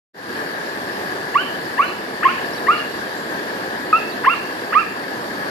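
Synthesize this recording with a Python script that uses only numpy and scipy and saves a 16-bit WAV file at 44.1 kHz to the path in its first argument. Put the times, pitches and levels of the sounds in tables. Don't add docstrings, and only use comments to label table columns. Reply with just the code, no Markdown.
import sys
import numpy as np
from scipy import signal
from scipy.fft import rfft, irfft, next_fast_len
from scipy.io import wavfile
from scipy.ndimage import uniform_filter1d, minimum_filter1d, map_coordinates

SR = 44100
rng = np.random.default_rng(int(sys.argv[2]) if len(sys.argv) > 2 else 0)


def makeup_ratio(level_db):
    decades = np.asarray(level_db, float) / 20
    return 10 ** decades


def unload_wav(signal):
    wavfile.write(
        sys.argv[1],
        SR,
        np.round(np.clip(np.atleast_2d(signal).T, -1, 1) * 32767).astype(np.int16),
    )


N = 242550
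SCENE_CHANGE_S = 3.926

# [t/s, f/Hz]
GLIDES = [
    [(1.340, 830), (1.352, 982), (1.362, 1158), (1.369, 1146), (1.379, 1380), (1.415, 1565), (1.428, 1470)],
    [(1.774, 828), (1.782, 886), (1.8, 1149), (1.808, 1140), (1.815, 1253), (1.838, 1460), (1.862, 1523)],
    [(2.226, 580), (2.233, 623), (2.238, 790), (2.256, 1080), (2.268, 1066), (2.3, 1458), (2.318, 1480)],
    [(2.666, 835), (2.689, 1150), (2.705, 1244), (2.715, 1373), (2.742, 1442), (2.753, 1290)],
    [(3.91, 1300), (3.927, 1335), (3.934, 1247), (3.961, 1337), (3.976, 1383), (3.993, 1270)],
    [(4.237, 515), (4.243, 491), (4.26, 834), (4.268, 994), (4.283, 1087), (4.302, 1327), (4.318, 1393),
     (4.334, 1402), (4.352, 1080)],
    [(4.722, 562), (4.732, 661), (4.737, 821), (4.757, 1157), (4.8, 1376), (4.811, 1357), (4.825, 1184),
     (4.836, 1130)],
]


def unit(x):
    return x / np.sqrt(np.mean(x ** 2) + 1e-20)


def along(points, hz):
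    f, v = np.transpose(points)
    return np.interp(np.log(hz + 1), np.log(f + 1), v)


def wobble(rate):
    knots = rng.standard_normal(int(N * rate / SR) + 4)
    return map_coordinates(knots, [np.arange(N) * rate / SR])


def filtered(x, response):
    m = 2 * next_fast_len(N // 2 + SR // 4)
    return irfft(rfft(x, m) * response(np.fft.rfftfreq(m, 1 / SR)), m)[..., :N]


def causal(points, hz):
    cep = irfft(np.log(makeup_ratio(along(points, hz))))
    half = len(cep) // 2
    cep[1:half] *= 2
    cep[half + 1:] = 0
    return np.exp(rfft(cep))


def lead(hz, ms):
    return np.exp(1j * np.pi * hz * ms / 1000 * np.array([[1], [-1]]))


def forest():
    # [t/s, level/dB]
    rush = [(0.4, -31), (0.51, -32), (1.01, -30.5), (1.72, -31), (1.96, -32), (2.4, -30), (2.77, -31),
            (3.68, -29.5), (4.15, -31.5), (4.92, -32.5), (5.09, -32.5), (5.5, -29.5)]
    # [f/Hz, level/dB per Hz]
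    air = [(45, -81), (110, -67), (200, -58.5), (350, -54), (600, -57.5), (1000, -59), (2000, -68),
           (4000, -71), (5600, -74.5), (6200, -80), (9500, -83), (11800, -77.5), (13000, -82), (14500, -95)]
    # [f/Hz, likeness 0-1]
    alike = [(60, 0.8), (300, 1), (500, 0.81), (750, 0.54), (1000, 0.88), (1700, 0.25), (2500, 0.45),
             (4000, 0.02)]

    def middle_and_side(hz):
        turn = np.arccos(np.clip(along(alike, hz), -1, 1)) / 2
        return makeup_ratio(along(air, hz)) * [np.cos(turn), np.sin(turn)]

    z = signal.stft(rng.standard_normal((2, N)), nperseg=512)[2]
    field = uniform_filter1d(rng.standard_normal(z.shape[1:]), 6, 0)
    field = uniform_filter1d(field, 14, 1)
    pair = signal.istft(z * makeup_ratio(0.98 * unit(field)), nperseg=512)[1][:, :N]
    mid, side = filtered(pair, middle_and_side)
    both = np.array([mid + side, mid - side])
    both = filtered(both, lambda hz: lead(hz, ms=0.26) * (hz > 30))

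    roar = filtered(both, lambda hz: 1 / (1 + (hz / 1200) ** 2))
    leaves = both - roar
    s, wind_db = np.transpose(rush)
    roar_db = np.interp(np.arange(N) / SR, s, wind_db - wind_db.mean())
    leaves_db = 0.81 * roar_db
    gust = wobble(3.7)
    swell = makeup_ratio(roar_db + 0.27 * gust + 0.2 * wobble(10)) * roar + makeup_ratio(leaves_db + 0.54 * gust) * leaves
    return makeup_ratio(-26.5) * swell / np.std(both)


def woodpecker():
    # [f/Hz, level/dB]
    throat = [(500, -50), (750, -36), (920, -25.5), (1080, -6.5), (1230, -9.5), (1340, -12.5), (1550, -22),
              (1850, -21), (2100, -21.5), (2330, -28), (2700, -16.5), (3000, -24.5), (3300, -34),
              (4200, -54)]
    # [bill opens t/s, before/dB, after/dB, reached this much later/s, fading/(dB/s)]
    effort = [(1.375, 2, -1.5, 0.0088, 180), (1.813, 1.2, -4, .012, 150), (2.273, 2.5, -7, 0.018, 120),
              (2.684, -6, 1.5, 0.0091, 150), (3.913, 6, 3.5, 0.021, 254), (4.29, 6, -4, .015, 150),
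              (4.747, 1, 5, .027, 330)]
    # [second harmonic at start/dB, halfway/dB, at end/dB, higher harmonics/dB]
    overtones = [(-5.5, -2, 3.5, -9), (-5.5, -4, -7.5, -12.5), (-3, -5.5, -7, -4), (-1.5, -8, -1.5, -13),
                 (1, 0, -8.5, -10.5), (-6, 1, -4, -4), (-1.5, -1, -8, -4)]
    higher_harmonics = [0.3, -4, -12]
    attack_s, release_s, edge_db = 0.012, 0.015, 11.5
    break_db, break_in_s, break_out_s = 6.5, 0.0041, 0.0054
    swell_db_per_s = 152
    overtone_top_db = -13

    voice = np.zeros(N)
    flutter = makeup_ratio(.5 * wobble(150))
    for glide, strength, over in zip(GLIDES, effort, overtones):
        opens_s, before_db, after_db, later_s, fading_db = strength
        *second, higher_db = over
        s, pitch = np.transpose(glide)
        span = np.arange(round(s[0] * SR), round(s[-1] * SR))
        t = span / SR
        hz = uniform_filter1d(np.interp(t, s, pitch), size=88)
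        turn = 2 * np.pi * np.cumsum(hz) / SR

        attack = np.clip(1 - (t - s[0]) / attack_s, 0, 1) ** 2
        release = np.clip(1 - (s[-1] - t) / release_s, 0, 1) ** 2
        edges_db = -edge_db * (attack + release)

        since = t - opens_s
        rising_db = before_db + swell_db_per_s * since
        falling_db = after_db - fading_db * np.abs(since - later_s)
        held_db = np.where(since < 0, rising_db, falling_db)
        break_s = np.where(since < 0, break_in_s, break_out_s)
        dip_db = -break_db * np.exp(-(since / break_s) ** 2)
        first_db = uniform_filter1d(held_db, size=130) + dip_db
        second_db = np.interp(t, np.linspace(s[0], s[-1], len(second)), second)

        levels = [first_db, second_db] + [higher_db + db for db in higher_harmonics]
        for k, db in enumerate(levels, start=1):
            throat_db = np.minimum(along(throat, k * hz), overtone_top_db if k > 1 else 0)
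            voice[span] += makeup_ratio(3.5 + edges_db + db + throat_db) * np.sin(k * turn)

    cut = slice(round(GLIDES[4][0][0] * SR), round(GLIDES[4][-1][0] * SR))
    voice[cut] *= np.clip((np.arange(N)[cut] / SR - SCENE_CHANGE_S) / .0035, 0, 1) ** 2
    return voice * flutter


def trunks(x):
    # [f/Hz, t60/s]
    ringing = [(800, 0.71), (1500, 0.19), (2800, 0.73), (6000, 0.33)]
    # [delay t/s, left level/dB, right level/dB]
    near = [
        (.03, -21, -22),
        (.058, -8, -7.5),
        (.078, -14, -23),
        (.095, -9.5, -10.5),
        (0.131, -23, -19),
    ]
    wet = np.zeros((2, N))
    step = SR // 5
    for start in range(0, N, step):
        hz, t, z = signal.stft(rng.standard_normal((2, SR // 2)), SR, nperseg=256)
        decay = makeup_ratio(-60 * t / along(ringing, hz)[:, None])
        tail = signal.istft(z * decay, SR, nperseg=256)[1]
        tail = np.pad(tail / np.linalg.norm(tail[0]), ((0, 0), (400, 0)))
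        for delay, *db in near:
            at = round((delay + rng.normal(0, .001)) * SR)
            tail[:, at] += makeup_ratio(np.add(db, rng.normal(0, 1)))
        part = signal.fftconvolve(x[:, start:start + step], tail, axes=1)
        wet[:, start:start + part.shape[1]] += part[:, :N - start]
    return wet


def songbirds():
    # [t/s, length/s, start f/Hz, end f/Hz, level/dB]
    chirps = [(1.855, 0.053, 4100, 4200, -49.5), (2.53, 0.023, 5200, 5850, -46),
              (2.554, .022, 4730, 4300, -51), (2.575, 0.023, 3800, 4070, -48),
              (2.763, 0.037, 4100, 4210, -50), (3.15, 0.08, 7600, 7450, -60.5),
              (3.21, .03, 7400, 7200, -65), (3.24, .03, 7400, 7700, -64), (3.275, .04, 7640, 7250, -66),
              (4.07, 0.025, 5370, 5750, -53), (4.093, 0.027, 4730, 4450, -52),
              (4.11, 0.033, 3870, 3920, -50), (4.343, 0.048, 4150, 4210, -52)]
    burr_hz, pan_db = 130, -3
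    sides_db = np.array([[pan_db / 2], [-pan_db / 2]])
    song = np.zeros((2, N))
    for s, length, from_hz, to_hz, db in chirps:
        u = np.linspace(0, 1, round(length * SR))
        swell = np.sin(np.pi * u) * (0.95 + 0.36 * wobble(330)[:len(u)])
        hz = from_hz + (to_hz - from_hz) * u + burr_hz * wobble(220)[:len(u)]
        note = swell * np.sin(2 * np.pi * np.cumsum(hz) / SR)
        song[:, round(s * SR):][:, :len(u)] += makeup_ratio(db + 14.0 + sides_db) * note
    return song


def scene():
    # [left-right/dB, echo/dB]
    facing = [(-3.5, -1), (-2.5, 2.5), (-1.5, 3.5), (-1.5, 3), (-0.5, -1.5), (-3, -2.5), (-7, -3.5)]
    # [f/Hz, level/dB]
    aside_colour = [(700, -17), (1100, -17.5), (1500, -14.5), (1900, -14), (2300, 1.5), (2700, -8),
                    (3100, -3.5), (4200, -23.5)]
    rush = forest()
    call = woodpecker()
    call_ends = [glide[-1][0] for glide in GLIDES[:-1]]
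    which = np.searchsorted(call_ends, np.arange(N) / SR)
    pan_db, echo_db = np.array(facing)[which].T
    bird = filtered(call, lambda hz: lead(hz, ms=0.065)) * [makeup_ratio(pan_db), np.ones(N)]
    aside = filtered(call * makeup_ratio(echo_db), lambda hz: causal(aside_colour, hz))
    far = songbirds()
    return bird + far + trunks(aside + makeup_ratio(-9.0) * far) + rush


def limited(x, top):
    need = np.minimum(1, top / (np.abs(x).max(axis=0) + 1e-9))
    return x * uniform_filter1d(minimum_filter1d(need, size=220), size=160)


def sieved(x):
    # [f/Hz, left level/dB, right level/dB]
    sieve = [(2500, -9, -14), (5000, -6, -7), (5500, 3, -5), (6100, -1, .5), (7000, -3, -2.5),
             (7900, 8, -2.5), (8500, 0, -1.5), (10000, .5, -1), (11500, -1, -4), (13000, 0, 0),
             (14500, 1, 3), (15200, 3, 9)]
    hz, t, z = signal.stft(x, SR, nperseg=2048)
    power = uniform_filter1d(np.abs(z) ** 2, size=5, axis=1)
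    power = uniform_filter1d(power, size=2, axis=2)
    drift = uniform_filter1d(power[:, hz > 6000].sum(axis=1, keepdims=True), size=9, axis=2)
    usual = np.median(power / drift, axis=2, keepdims=True)
    usual = drift * uniform_filter1d(usual, size=15, axis=1)
    edge, *bars = np.transpose(sieve)
    bar_db = np.array([np.interp(hz, edge, bar, left=-60) for bar in bars])[..., None]
    block = power.sum(axis=(0, 1))
    over_db = 10 * np.log10(np.maximum(block / np.median(block), 1))
    greed = np.where(t < SCENE_CHANGE_S, .05, .3)
    loud_db = greed * over_db * (hz[:, None] > 12800)
    keep = power > usual * makeup_ratio(2 * (bar_db + loud_db))
    return signal.istft(z * keep, SR, nperseg=2048)[1][:, :N]


def band_limit(x):
    return signal.sosfilt(signal.butter(12, 15640, fs=SR, output="sos"), x)


def record(dry):
    # [f/Hz, level/dB]
    left_colour = [(600, -2.5), (1000, -0.5), (1400, 1), (1700, 16), (2000, 4.5), (2700, -11.5), (3800, -13.5),
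                   (4600, 6.5), (5500, -24), (6900, 0.2), (7800, -5), (10000, -8), (12000, -13.5), (15000, -1)]
    # [t/s, level/dB]
    fade = [(.135, -53), (.145, -20), (.18, -10), (.26, -6), (.34, -1.5), (.42, 0)]
    x = np.array([filtered(dry[0], lambda hz: causal(left_colour, hz)), dry[1]])
    x = sieved(limited(x, top=.85))
    t = np.arange(N) / SR
    duller = filtered(x, lambda hz: 1 / (1 + (hz / 14300) ** 60))
    x = np.where(t < SCENE_CHANGE_S, x, duller)
    x = x * makeup_ratio(np.interp(t, *np.transpose(fade))) * (t > fade[0][0])
    return band_limit(x)


dry = scene()
out = record(dry)
unload_wav(out)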